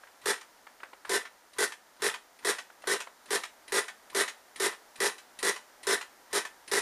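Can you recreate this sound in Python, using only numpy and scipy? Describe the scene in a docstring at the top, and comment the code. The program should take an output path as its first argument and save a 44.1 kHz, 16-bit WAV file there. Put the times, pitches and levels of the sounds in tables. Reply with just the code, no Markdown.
"""A model car's pull-starter, yanked fifteen times; the cold glow engine never fires.
Small wooden shed, microphone just above the car. Each yank snaps the cord taut, the starter bites,
and three or four compression strokes puff through the silencer while the cord rasps out.
The spring winds the cord back and the handle clacks home. Hands and car shift with dull taps,
the close walls answer, and a soft room tone lies underneath."""
import sys
import numpy as np
from scipy import signal
from scipy.fft import rfft, irfft
from scipy.io import wavfile

SR = 44100
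rng = np.random.default_rng(int(sys.argv[2]) if len(sys.argv) > 2 else 0)


def transcribe(u):
    """Save the signal u as a 16-bit wav file named by the first command-line argument.

    u: samples, shape (n,) or (channels, n), limited to [-1, 1]; the rate is SR.
    q: integer samples, one column per channel.
    """
    v = np.clip(np.atleast_2d(u).T, -1, 1)
    q = np.round(v * 32767).astype(np.int16)
    wavfile.write(sys.argv[1], SR, q)


N = 300497
TIME = np.arange(N) / SR
FULL_RUN_S = .076  # cord run of a full yank

# yanks: bite t/s, relative level/dB, cord run/s, taut snap's lead on the bite/s, relative snap level/dB
YANKS = [ (.2570, 3.5, 0.059, 0.042, -42.5), (1.0939, 2.5, 0.074, 0.04, -40.5),
         (1.5842, 4, 0.063, 0.051, -42.5), (2.0200, 3, .063, .055, -50), (2.4480, 3.5, 0.063, 0.06, -43.5),
         (2.8720, 2.5, 0.067, .053, -46), (3.3056, 3, 0.059, .048, -41.5), (3.7212, 3.5, 0.074, .042, -37),
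         (4.1477, 4, 0.077, .048, -40.5), (4.5990, 3.5, 0.073, 0.04, -33.5),
         (5.0026, 3.5, .076, 0.0454, -36.5), (5.4281, 3.5, 0.071, 0.039, -31.5),
         (5.8692, 3.5, 0.078, .0385, -35), (6.3292, 4, 0.058, 0.051, -55), (6.7145, 3.5, .082, .037, -33)]
# crank pace in a full yank: stroke to stroke/s
STROKE_GAPS = [.0203, .0184, .0196]
# handle clacking home: t/s, relative level/dB, treble/dB
HANDLE_CLACKS = [(0.4113, -42.5, 8), (1.252, -35, -13), (1.721, -37, 5), (2.141, -31, 2), (2.584, -28, 1.5),
                 (3.003, -29.5, 6.5), (3.436, -29.5, 5.5), (3.8815, -30, 2), (4.2788, -27, 4),
                 (4.728, -33, -13), (5.181, -51, 20), (5.5606, -31, 1), (6.011, -27.5, 1.5),
                 (6.451, -32, 2)]
# car and hands shifting: t/s, level/dB, f/Hz
HANDLING_TAPS = [(0.038, -45, 1600), (.075, -52, 1970), (.672, -43.5, 1740), (0.806, -47, 1620),
                 (.8362, -36, 1590), (0.9352, -43, 1070), (1.0534, -37, 1580), (2.703, -47.5, 1520),
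                 (2.842, -40.5, 1070), (3.074, -40, 1070)]
# room tone at the microphone: t/s, level/dB
ROOM_LEVELS = [(0, -58.5), (1.6, -60), (3.6, -58), (5.3, -57.5), (6.8, -57.5)]
# spectra of the sources: f/Hz, relative level/dB
ROOM_SPECTRUM = [(12, -32), (20, -14), (68, -17.5), (137, -21), (238, -8.5), (439, -6), (614, -3),
                 (985, -1), (1070, -7), (1200, -4), (1920, -6.5), (2540, -14), (5850, -14), (13500, -20),
                 (15500, -23)]
TAUT_SPECTRUM = [(180, -13.5), (300, -1.5), (1300, -8), (2000, 6), (2280, 0), (2690, 5), (3570, -1),
                 (3940, 3.5), (6680, -5.5), (9930, 5), (15500, -35)]
RASP_SPECTRUM = [(40, -25.5), (110, -38), (200, -18.5), (450, 0.5), (620, -7.5), (1000, -3), (1800, 1),
                 (2700, -7.5), (3800, -3.5), (6500, -5), (9000, -1.5), (11000, -3), (13300, -21.5),
                 (15200, -24)]
CLACK_SPECTRUM = [(88, -49), (150, -26.5), (827, -6), (1060, -1.5), (1220, -1), (1660, -3), (1800, 1.5),
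                  (2140, -5), (2600, -4), (4930, -13.5), (7270, -13), (10900, -21), (15500, -42)]
TAP_SPECTRUM = [(100, -14), (300, 1), (500, 8), (800, 6), (1500, 7.5), (3000, -.5), (6000, -10.5),
                (9000, -5), (15000, -31)]
SCRAPE_SPECTRUM = [(100, -7.5), (400, .5), (750, -19), (1020, 8.5), (1300, -.5), (1950, -3.5),
                   (3000, -7.5), (12000, -18.5)]
# resonances of crankcase, starter housing and chassis: f/Hz, width/Hz, boost/dB
BODY_MODES = [(688, 40, 5), (885, 40, 4.5), (995, 45, 6), (1208, 50, 3.5), (1535, 70, 4.5), (1797, 60, 7.5),
              (1965, 110, 9.5), (3510, 180, 3.5), (3950, 170, 4.5), (5250, 400, 3), (5720, 300, 2.5),
              (7080, 300, 2), (8560, 180, 4.5), (9000, 150, 2), (9660, 150, 2.5), (12920, 170, 13)]
# the silencer's two chambers: f/Hz, width/Hz
SILENCER_MODES = [(375, 52), (442, 48)]
# chassis and floorboards under the car: f/Hz, width/Hz, level against the pop/dB
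FLOOR_MODES = [(198, 26, -31), (218, 24, -28), (258, 35, -24), (502, 25, -18), (688, 40, -22)]
# nearest walls: delay/ms, relative gain
WALL_ECHOES = [(10.35, .3), (14.82, .9), (16.1, .72), (20.95, -.28)]


def undb(db):
    """Decibels to gain."""
    return 10 ** (np.asarray(db) / 20)


def unit(x):
    """Scale to rms 1."""
    return x / np.sqrt(np.mean(x ** 2))


def convolve(x, response):
    """Pass a sound through an impulse response."""
    return signal.fftconvolve(x, response)[:N]


def colour(x, spectrum, peaks=()):
    """Causal filter of unit power from a smooth spectrum with resonances on top."""
    bins_hz = np.maximum(np.fft.rfftfreq(8192, 1 / SR), 1)
    hz, db = np.transpose(spectrum)
    curve_db = np.interp(np.log(bins_hz), np.log(hz), db)
    for centre, width, boost in peaks:
        curve_db += boost / (1 + (2 * (bins_hz - centre) / width) ** 2)
    cepstrum = irfft(np.log(undb(curve_db)))
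    half = len(cepstrum) // 2
    cepstrum[1:half] *= 2  # fold to minimum phase
    cepstrum[half + 1:] = 0
    response = irfft(np.exp(rfft(cepstrum)))
    return convolve(x, response / np.linalg.norm(response))


def resonate(x, hz, width):
    """One resonance, gain 1 at its centre."""
    return signal.lfilter(*signal.iirpeak(hz, hz / width, fs=SR), x)


def treble(x, hz):
    """The part of a sound above a gentle corner."""
    return signal.lfilter(*signal.butter(1, hz, "high", fs=SR), x)


def burst(start, fade_s, rise_s=.0014):
    """Envelope of a quick rise and an exponential fade."""
    out = np.zeros(N)
    span = slice(int(start * SR), int((start + .5) * SR))
    age = np.maximum(TIME[span] - start, 0)
    out[span] = (1 - np.exp(-age / rise_s)) * np.exp(-age / max(fade_s, rise_s))
    return out


def grit(rate, spread_db):
    """Dense tiny slips of uneven size, about rate a second."""
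    slips = (rng.random(N) < rate / SR) * rng.standard_normal(N)
    return unit(slips * undb(spread_db * rng.standard_normal(N)))


def wander(rate):
    """A smooth random curve with rate new values a second."""
    moments = np.arange(0, N / SR, 1 / rate)
    return np.interp(TIME, moments, rng.standard_normal(len(moments)))


def shed(x, wet_db, echo_db=-10, build_s=.0012, t60_s=.23, sway_hz=1.7):
    """Close wooden walls answer with a few echoes and a short tail that shifts as the arm moves."""
    age = TIME[:SR // 2]
    early = np.zeros(len(age))
    for ms, gain in WALL_ECHOES:
        early[round(ms * SR / 1000)] += undb(echo_db) * gain
    out = x + convolve(x, early)
    fade = undb(-60 * age / t60_s) * (1 - np.exp(-age / build_s))
    for phase in (0, np.pi / 3, 2 * np.pi / 3):  # three tails crossfade at constant power
        tail = rng.standard_normal(len(age)) * fade
        share = np.sqrt(2 / 3) * np.cos(2 * np.pi * sway_hz * TIME + phase)
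        out += undb(wet_db) * share * convolve(x, tail / np.linalg.norm(tail))
    return out


def rattle(events, spectrum, fade_s, gain_db, snap_db, snap_s):
    """A snap and a flurry of contacts ring the starter housing; events: t/s, level/dB, treble/dB."""
    force, bright = np.zeros((2, N))
    for start, db, treble_db in events:
        flurry = burst(start - .001, fade_s, rise_s=.0031)
        snap = undb(snap_db) * burst(start, snap_s)
        blow = undb(db + gain_db) * (flurry + snap)
        force += blow
        bright += blow * (undb(treble_db) - 1)
    contacts = grit(rate=12000, spread_db=1) * undb(1.5 * wander(rate=160))
    # small parts stir the body less than a yank
    modes = [(hz, width, db / 2) for hz, width, db in BODY_MODES]
    return colour(force * contacts + treble(bright * contacts, hz=3840), spectrum, modes)


def room_tone():
    """The shed's own air, a steady, soft rush."""
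    level_db = np.interp(TIME, *np.transpose(ROOM_LEVELS))
    return undb(level_db) * colour(rng.standard_normal(N), ROOM_SPECTRUM)


def handling_taps(push_s=.0024, ring_db=-12.5):
    """Soft, dull knocks of plastic and fingers leave the chassis ringing briefly."""
    out = np.zeros(N)
    touch = colour(rng.standard_normal(N), TAP_SPECTRUM)
    for start, db, hz in HANDLING_TAPS:
        push = np.exp(-((TIME - start) / push_s) ** 2 / 2)
        envelope = push + undb(ring_db) * burst(start + push_s, fade_s=.026)
        broad = unit(resonate(touch, hz, width=1900))
        narrow = unit(resonate(touch, hz, width=hz / 10))
        knock = envelope * (broad + .22 * narrow)
        out += undb(db) * knock * np.linalg.norm(envelope) / np.linalg.norm(knock)
    return out


def cord_snaps(middling_db=-37.5, brighten=.63):
    """The slack runs out and the cord snaps taut, brighter the harder it snaps."""
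    snaps = [(bite - lead, db, -6 + brighten * (db - middling_db)) for bite, _, _, lead, db in YANKS]
    housing = rattle(snaps, TAUT_SPECTRUM, fade_s=.0095, gain_db=-.5, snap_db=-21, snap_s=.0025)
    return shed(housing, wet_db=-12.5)


def cord_slide(level_db=-50, lead_s=.023):
    """Just before the bite the cord slides with a soft, low scrape."""
    ramp_s = [-1.3 * lead_s, -.7 * lead_s, 0]
    swell = sum(np.interp(TIME - bite, ramp_s, [0, .8, 1], right=0) for bite, *_ in YANKS)
    return undb(level_db) * swell * colour(rng.standard_normal(N), SCRAPE_SPECTRUM, BODY_MODES)


def strokes(bite, run, carry_s=.006):
    """Moments at which the piston passes compression: three in a short yank, four in a full one."""
    slowing = (FULL_RUN_S / run) ** .296  # shorter yanks turn the crank a little slower
    delays = np.cumsum([0, *STROKE_GAPS]) * slowing
    return bite + delays[delays < run - carry_s]  # some cord must remain to carry the piston over


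def cranking(rasp_db=-28.5, spit_db=-29, treble_db=-6):
    """The cord rasps louder as the hand speeds up, and air spits at each stroke."""
    cord, air = np.zeros((2, N))
    for bite, db, run, *_ in YANKS:
        speed = np.interp(TIME - bite, [0, .72 * run, run], [.51, 1, .95], left=0, right=0)
        coast = .63 * burst(bite + run, fade_s=.0081)
        clutch = undb(-6) * burst(bite, fade_s=.0013, rise_s=.00051)  # the one-way clutch snaps shut
        cord += undb(db) * (speed + coast + clutch)
        air += undb(db) * sum(burst(moment, fade_s=.0064) for moment in strokes(bite, run))
    rasp = undb(rasp_db) * cord * grit(rate=12000, spread_db=1)
    spit = undb(spit_db) * air * rng.standard_normal(N)
    spit += .49 * treble(spit, hz=7000)  # escaping air is brighter than the cord
    sound = colour(rasp + spit, RASP_SPECTRUM, BODY_MODES)
    return sound + (undb(treble_db) - 1) * treble(sound, hz=3350)


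def silencer_pops(gain_db=-41.8, swell_db=1.3, lag_s=.00324):
    """Each stroke drops a slug of unburnt air into the silencer, which answers with a hollow pop."""
    slugs = np.zeros(N)
    for bite, _, run, *_ in YANKS:
        for k, moment in enumerate(strokes(bite, run)):
            # a long yank drives harder, and its middle strokes hardest
            swell = undb(swell_db * np.sin(np.pi * k / len(STROKE_GAPS)))
            slugs[int((moment + lag_s) * SR)] = -swell * np.sqrt(run / FULL_RUN_S)
    pop = slugs
    for hz, width in SILENCER_MODES:
        pop = resonate(pop, hz, width)
    thud = np.zeros(N)  # the same kick rocks the car on the floorboards
    for hz, width, db in FLOOR_MODES:
        ring = resonate(slugs, hz, width)
        thud += undb(db) * unit(resonate(ring, hz, 5 * width))
    # so small a body radiates almost no bass
    low_cut = signal.butter(4, 165, "high", fs=SR, output="sos")
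    radiated = undb(gain_db) * signal.sosfilt(low_cut, unit(pop) + thud)
    # the outlet faces a wall, so its echoes are almost as strong as the direct pop
    return shed(radiated, wet_db=-14, echo_db=0, build_s=.015)


def spool_whirr(gain_db=-36.5, rewind_s=.07):
    """The spool chatters unevenly as the spring takes the cord back."""
    envelope = np.zeros(N)
    ramp_s = [0, rewind_s / 4, rewind_s / 2, rewind_s]
    for bite, _, run, *_ in YANKS:
        envelope += np.interp(TIME - bite - run, ramp_s, [1.16, .81, .24, 0], left=0)
    flutter_db = 3.1 * wander(rate=200)
    chatter = colour(grit(rate=3600, spread_db=1.5), CLACK_SPECTRUM, BODY_MODES)
    return undb(gain_db + flutter_db) * envelope * chatter


def return_clacks(knock_after_s=.119):
    """The spool knocks softly as it winds back, then the handle clacks home."""
    knocks = [(bite + knock_after_s, -40.5, -3) for bite, *_ in YANKS]
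    events = knocks + HANDLE_CLACKS
    housing = rattle(events, CLACK_SPECTRUM, fade_s=.01, gain_db=-3, snap_db=-10.5, snap_s=.0029)
    return shed(housing, wet_db=-7)


def scene():
    """Starter, engine and shed, in mono from just above the car."""
    rattles = cord_snaps() + return_clacks()
    pops = silencer_pops()
    starter = shed(cranking() + spool_whirr(), wet_db=-7.5, echo_db=-15)
    return (rattles + pops + starter + cord_slide() + handling_taps() + room_tone())[None]


def record(dry, notch_hz=7900, top_hz=15300):
    """The camera's microphone channel has a narrow notch in the treble and cuts the top."""
    notched = signal.lfilter(*signal.iirnotch(notch_hz, Q=55, fs=SR), dry)
    high_cut = signal.ellip(10, .2, 70, top_hz, fs=SR, output="sos")
    return signal.sosfilt(high_cut, notched)


dry = scene()
out = record(dry)
transcribe(out)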